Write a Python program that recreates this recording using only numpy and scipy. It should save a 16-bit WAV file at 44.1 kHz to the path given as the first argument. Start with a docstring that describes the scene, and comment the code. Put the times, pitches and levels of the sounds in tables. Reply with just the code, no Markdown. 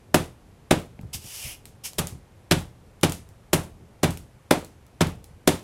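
"""Pounding meat in a kitchen

A steel saucepan pounds thin meat between sheets of paper on a plastic cutting board, ten blows.
Each blow is shaped noise (paper slap, clack), dying sines (board, worktop) and short pushes; echoes and
a dense tail make the kitchen. After the second blow a hand turns the paper: grainy friction hiss and
soft bumps. Snaps of noise are the paper ticking as the pan lifts off. A low room tone lies beneath."""
import sys
import numpy as np
from scipy import signal
from scipy.fft import rfft, irfft
from scipy.io import wavfile

SR = 44100
rng = np.random.default_rng(int(sys.argv[2]) if len(sys.argv) > 2 else 0)


def master(y):
    """Save y as 16-bit WAV."""
    cut = np.clip(np.atleast_2d(y).T, -1, 1)
    pcm = np.round(cut * 32767)  # scale
    wavfile.write(sys.argv[1], SR, pcm.astype(np.int16))


N = 248283

# The blows of the pan: (time [s], force re a usual blow [dB], time until the tilted base lands flat [s],
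# relative paper slap level [dB], slap brightness [dB per octave])
BLOWS = [(0.1435, 2, 0.0038, -8, 1.5), (0.7095, 1.14, 0.0039, -8.5, -1.5),
         (1.9836, -10.5, 0.0052, -12, 3.5), (2.5114, 0.5, 0.0066, -5.5, -0.6), (3.032, 0, 0.0053, -8, 0.2),
         (3.5312, -0.75, 0.0049, -8, 4), (4.0319, 0.55, 0.0061, -10.5, -.3),
         (4.5092, -0.2, 0.0024, -9, 0.5), (5.008, 0, 0.0066, -11, -1.5), (5.475, 0, 0.0031, -6, 1.1)]
# Spectrum of the hard clack of pan on board: (frequency [Hz], relative density [dB])
CLACK_SPECTRUM = [(300, 0), (550, -1), (800, 0.5), (1300, -4.5), (1800, -8.5), (2600, -9.5), (6000, -29)]


def gain_of(db):
    """Amplitude factor of a level in dB."""
    return 10 ** (np.asarray(db) / 20)


def evened(x):
    """Scales a steady sound to an RMS of one."""
    return x / np.sqrt(np.mean(x ** 2) + 1e-20)


def unit(x):
    """Scales a short sound to an energy of one."""
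    return x / np.linalg.norm(x)


def read(points, hz):
    """Reads a curve between its points, along log frequency."""
    f, value = np.transpose(points)
    return np.interp(np.log(hz + 1), np.log(f), value)


def tilted(rows, slope, pivot_hz):
    """Tips the levels of a spectrum or of modes by so many dB per octave."""
    return [(hz, db + slope * np.log2(hz / pivot_hz), *rest) for hz, db, *rest in rows]


def add(mix, s, sound):
    """Lays a sound into the mix at s seconds, cut off at the end."""
    part = mix[round(s * SR):][:len(sound)]
    part += sound[:len(part)]


def colour(x, spectrum, size=4096):
    """Causal minimum-phase filter with the given spectrum."""
    hz = abs(np.fft.fftfreq(size, 1 / SR))
    log_gain = np.log(gain_of(read(spectrum, hz)))
    taps = np.fft.ifft(np.exp(np.conj(signal.hilbert(log_gain)))).real
    return signal.oaconvolve(x, taps[:size // 2])[:len(x)]


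def low_pass(x, hz):
    """Gentle second-order treble cut."""
    return signal.sosfilt(signal.butter(2, hz, fs=SR, output="sos"), x)


def ring(modes, t):
    """Resonances as dying sines that start at t = 0."""
    t = np.maximum(t, 0)
    return sum(gain_of(db - 60 * t / t60) * np.sin(2 * np.pi * hz * t) for hz, db, t60 in modes)


def burst(t, rise, fall):
    """Envelope that swells up to t = 0 and dies after it, with time constants in seconds."""
    return np.exp(np.minimum(t, 0) / rise - np.maximum(t, 0) / fall)


def push(t, hz):
    """One soft swing of a struck surface, centred on t = 0, strongest at hz."""
    u = (np.pi * hz * t) ** 2
    return (1 - 2 * u) * np.exp(-u)


def room_tone():
    """Background: low rumble that wanders a little, and faint hiss, both from shaped noise."""
    # spectrum of the quiet room: (frequency [Hz], relative density [dB])
    floor = [(12, -31), (20, -6), (93, 2.5), (285, -11.5), (499, -12.5), (624, -16.5), (759, -16),
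             (1440, -24), (2320, -26.5), (4300, -33), (11100, -36), (14700, -44), (16000, -70.5)]
    shape = gain_of(read(floor, np.fft.rfftfreq(N, 1 / SR)))
    noise = evened(irfft(rfft(rng.standard_normal(N)) * shape, N))
    wander_db = 1.46 * evened(low_pass(rng.standard_normal(N), hz=3.3))
    rumble_change = (gain_of(wander_db) - 1) * low_pass(noise, hz=900)
    return gain_of(-52.16) * (noise + rumble_change)


def dying_noise(size):
    """Diffuse sound of the room, each band dying at its own speed."""
    # reverberation of the kitchen: (frequency [Hz], time to fall by 60 dB [s])
    room_t60 = [(100, 0.49), (250, 0.4), (560, 0.28), (1500, 0.26), (4000, 0.27), (10000, 0.27),
                (16000, 0.15)]
    hz, t, bands = signal.stft(rng.standard_normal(size), SR, nperseg=256)
    decay = gain_of(-60 * t / read(room_t60, hz)[:, None])
    tail = signal.istft(bands * decay, SR, nperseg=256)[1][:size]
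    tail *= 1 - np.exp(-(np.arange(size) / SR / 0.0022) ** 2)  # soft start
    return signal.sosfilt(signal.butter(2, 190, "high", fs=SR, output="sos"), tail)


def kitchen(x):
    """The room's answer to a steady sound: convolution with a diffuse tail."""
    return signal.oaconvolve(x, unit(dying_noise(size=SR // 2)))[:N]


def echoes(x):
    """Distinct early reflections: delayed, weaker copies."""
    # returns off cupboards, ceiling and walls: (delay [s], gain [factor])
    reflections = [(.0058, 0.3), (0.0105, .25), (0.016, 0.54), (0.023, 0.31), (0.0287, 0.28), (.041, .09),
                   (0.048, 0.14), (0.064, 0.26)]
    out = np.zeros(N)
    for delay, gain in reflections:
        add(out, delay, gain * x)
    return out


def stroke(start, length, db):
    """Level of the friction as the hand speeds up and slows down, and the paper settles."""
    now = np.arange(N) / SR
    progress = np.clip((now - start) / length, 0, 1)
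    speed = np.sin(np.pi * progress ** 1.38)  # fastest late in the stroke
    level_db = db + 0.6 * 20 * np.log10(abs(speed) + 1e-12)
    settle = 458 * now  # the level falls no faster than 458 dB per second
    return gain_of(np.maximum.accumulate(level_db + settle) - settle)


def rubbing(level, spectrum):
    """Friction hiss with the grain of catching fibres, following the level of a stroke."""
    catches = rng.standard_normal(N) * (rng.random(N) < 900 / SR)  # 900 per second on average
    grip = gain_of(evened(low_pass(rng.standard_normal(N), hz=79.7)))  # flutters by 1 dB RMS
    hiss = rng.standard_normal(N) + 0.29 * evened(catches)
    return level * grip * evened(colour(hiss, spectrum))


def slides():
    """The paper is turned and nudged over the board; it rasps where the palm presses it."""
    # strokes of paper over the board: (start [s], length [s], relative level [dB])
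    strokes = [(1.129, 0.023, -28.5), (1.19, 0.37, -36.5), (1.835, 0.042, -30)]
    # spectrum of sliding paper: (frequency [Hz], relative density [dB])
    paper_spectrum = [(180, -29), (400, -16), (800, -12.5), (1500, -16), (2200, -9), (2900, -2),
                      (4000, -10), (5300, -2), (7200, -5.5), (10600, -5), (14500, -10.5), (16000, -24.5)]
    # spectrum of pressed, rasping paper: (frequency [Hz], relative density [dB])
    rasp_spectrum = [(400, -16), (700, -7), (1300, -22), (1900, -12), (2300, 1), (3100, 0), (3900, -17.5),
                     (7000, -34), (10500, -2), (14000, -15)]
    sliding = rubbing(sum(stroke(*row) for row in strokes), paper_spectrum)
    rasp = rubbing(stroke(start=1.385, length=0.16, db=-40.5), rasp_spectrum)
    return gain_of(-2.5) * sliding + rasp


def ticks():
    """Single snaps of the paper, and fine crackle as the pan peels off after each blow."""
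    # the paper ticks and unsticks: (time [s], relative level [dB])
    snap_times = [(1.012, -38), (1.6546, -24), (1.9326, -26), (2.0706, -15), (3.0116, -28.5),
                  (3.0958, -17.5), (3.121, -12), (3.289, -38), (4.1064, -18), (4.1727, -22.5),
                  (4.6463, -26.5), (4.8655, -42), (5.069, -24), (5.2417, -30)]
    # spectrum of a paper tick: (frequency [Hz], relative density [dB])
    tick_spectrum = [(500, -8), (2000, -3.5), (3200, -2.5), (5000, -2), (7500, 0), (12000, -1),
                     (16000, -9.5)]
    out, t = np.zeros(N), np.arange(SR // 4) / SR
    for s, db in snap_times:
        snap = unit(rng.standard_normal(len(t)) * burst(t - .001, rise=0.00047, fall=0.00074))
        tail = unit(dying_noise(size=len(t)))
        add(out, s, gain_of(db + 9) * (snap + gain_of(-4) * tail))
    now = np.arange(N) / SR
    # the peeling is strongest 80 ms after each blow
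    peeling = sum(gain_of(slap_db) * burst(now - s - .08, rise=0.0131, fall=0.04)
                  for s, _, _, slap_db, _ in BLOWS)
    crackle = rng.standard_normal(N) * (rng.random(N) < 1500 / SR)  # 1500 per second on average
    return colour(out + gain_of(-23.5) * peeling * crackle, tick_spectrum)


def bumps():
    """Soft touches of hand and pan: one push of the board, a loose rumble after it, a small tap."""
    # touches on the board: (time [s], relative thud level [dB], thud frequency [Hz])
    touches = [(.99, -32, 157), (1.031, -28.5, 118), (1.144, -30.5, 120), (1.241, -38.5, 153),
               (1.448, -33, 81), (2.122, -29.5, 120), (3.289, -42, 118), (3.808, -40.5, 125),
               (4.201, -44, 114), (5.306, -41, 110.1)]
    out, t = np.zeros(N), np.arange(SR // 2) / SR
    for s, db, hz in touches:
        loose, hard = rng.standard_normal((2, len(t)))
        rumble_spectrum = [(hz / 4, -22), (hz * 0.63, 0), (hz * 3, -24), (hz * 20, -70)]
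        rumble = colour(loose * burst(t - .012, rise=0.0042, fall=0.024), rumble_spectrum)
        tap_db = db + 1.5 + 22 * np.log2(hz / 120)  # the quicker the bump, the more it taps
        tap = low_pass(hard, hz=2500) * burst(t - .002, rise=0.0004, fall=0.00075)
        add(out, s, gain_of(db + 21) * unit(push(t - .006, hz)))
        add(out, s, gain_of(db + 22.5) * unit(rumble))
        add(out, s, gain_of(tap_db) * unit(colour(tap, CLACK_SPECTRUM)))
    return out


def follow(law, force_db, flat_s):
    """What a blow of this force and tilt makes of one part of the sound.

    A law is (value at a usual blow, change per dB of force, change per doubling of the time to land flat)."""
    usual, per_force, per_tilt = law
    return usual + per_force * force_db + per_tilt * np.log2(flat_s / .0048)  # usually flat in 4.8 ms


def landing(t, flat_s, flat_db):
    """The edge of the base lands first, then the base falls flat."""
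    edge = burst(t - .0013, rise=0.00096, fall=0.0015)
    flat = burst(t - .0012 - flat_s, rise=0.0002, fall=0.0041)
    return edge + gain_of(flat_db) * flat


def meat_squelch(t):
    """The meat squelches on briefly after the landing, in two swells."""
    first = burst(t - .003, rise=0.00095, fall=0.0035)
    second = burst(t - .012, rise=0.00033, fall=0.0065)
    return gain_of(-10) * first + gain_of(-13.5) * second


def struck_noise(envelope, spectrum):
    """Slap or clack: the rough contact of surfaces as noise in the envelope of the landing."""
    return unit(colour(rng.standard_normal(len(envelope)) * envelope, spectrum))


def board_knock(t, hardness):
    """The board rings briefly; a harder landing favours its upper modes."""
    # cutting board, damped by the meat: (frequency [Hz], relative level [dB], time to fall by 60 dB [s])
    board = [(269, -2.5, 0.049), (313, -9, 0.084), (361, 1, 0.04), (490, -11, 0.011), (547, -4.5, 0.031),
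             (597, -2.5, 0.028), (737, -10, 0.046)]
    # each spot on the board detunes the modes a little
    modes = [(hz * rng.uniform(0.95, 1.02), db, t60)
             for hz, db, t60 in tilted(board, hardness, pivot_hz=370)]
    give = burst(t - .0042, rise=0.0012, fall=0.94)  # the meat cushions the start
    return unit(ring(modes, t - .0019) * give)


def worktop_boom(t):
    """The worktop and the low room resonances ring on; the boom takes a moment to build up."""
    # worktop and room: (frequency [Hz], relative level [dB], time to fall by 60 dB [s])
    worktop = [(42.6, -11, 0.43), (67.6, -16.5, 0.68), (85.45, -3.5, 0.41), (97.9, -1.5, 0.22),
               (122.4, -16.5, 0.78), (157.5, 4, 0.23), (173, -0.5, 0.3), (193, -12.5, 0.4)]
    build = 1 - burst(t - .006, rise=1, fall=0.0089)
    return unit(ring(worktop, t - .006) * build)


def blows():
    """Main source: the sharp part and the deep part of the blows, and what rings on after them.

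    A square blow knocks the board hard; a tilted one lands twice and shoves the worktop instead."""
    # spectrum of the paper slap: (frequency [Hz], relative density [dB])
    slap_spectrum = [(600, -31), (1500, 1.5), (2400, 1), (3500, 3.5), (4500, -1.5), (6500, -3), (10500, -4),
                     (13000, -9.5), (16000, -21)]
    # all the board radiates into the room: (frequency [Hz], relative density [dB])
    body = [(100, -7), (200, -2.5), (350, -2), (600, -2), (800, -13.5), (1200, -17.5), (3000, -55)]
    sharp, deep, after = np.zeros((3, N))
    lead = .01  # seconds kept ahead of the blow for the swelling envelopes
    t = np.arange(SR // 2) / SR - lead
    for s, force_db, flat_s, slap_db, bright in BLOWS:
        thump_db = follow((5, 0.53, 6), force_db, flat_s)
        knock_db = follow((11.5, 1.5, -5), force_db, flat_s)
        clack_db = follow((6, 0.53, -0.9), force_db, flat_s)
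        crack_db = follow((-4.5, 5, -7), force_db, flat_s)
        flat_db = follow((-6, -0.6, 11.5), force_db, flat_s)  # second landing, re the first
        hardness = follow((-1.1, 1.7, -5), force_db, flat_s)  # dB per octave across the board's modes

        contact, squelch = landing(t, flat_s, flat_db), meat_squelch(t)
        paper = tilted(slap_spectrum, bright, pivot_hz=5000)
        slap = gain_of(slap_db + 16) * struck_noise(contact + squelch, paper)
        clack = gain_of(clack_db) * struck_noise(contact + gain_of(-1.5) * squelch, CLACK_SPECTRUM)
        knock = gain_of(knock_db) * board_knock(t, hardness)
        # the steel edge bottoms out on the board
        crack = gain_of(crack_db) * unit(push(t - .0014, hz=1210))
        add(sharp, s - lead, slap + clack + knock - crack)
        add(deep, s - lead, gain_of(thump_db) * unit(push(t - .0025, hz=135)))
        add(after, s - lead, gain_of(thump_db + 1.5) * worktop_boom(t))

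        # the room gathers sound from every side of pan and board, so its tail is dense and smooth
        radiated = tilted(body, hardness, pivot_hz=370)
        for db, spectrum in [(slap_db + 9, paper), (clack_db, CLACK_SPECTRUM), (knock_db - 10.5, radiated)]:
            add(after, s, gain_of(db) * unit(colour(dying_noise(size=len(t)), spectrum)))
    return sharp, deep, after


def scene():
    """Mixes blows, touches, paper and room into two equal channels."""
    sharp, deep, after = blows()
    paper = slides()
    # the deep thump arrives mostly as distinct echoes; the furniture scatters the rest
    early = echoes(deep + gain_of(-7.5) * low_pass(sharp, hz=400) + gain_of(-20) * sharp)
    pounding = sharp + gain_of(-18.5) * deep + early + after
    handling = bumps() + ticks() + paper + gain_of(-12) * kitchen(paper)
    mono = pounding + handling + room_tone()
    return np.array([mono, mono])


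def record(dry):
    """One microphone on both channels; the highest peaks are rounded off, then the band limit."""
    ceiling = .85  # of full scale
    rounded = dry / (1 + (dry / ceiling) ** 6) ** (1 / 6)
    band_limit = signal.firwin(301, 16100, window=("kaiser", 9), fs=SR)  # treble ends at 16.1 kHz
    return signal.oaconvolve(rounded, band_limit[None], "same")


dry = scene()
out = record(dry)
master(out)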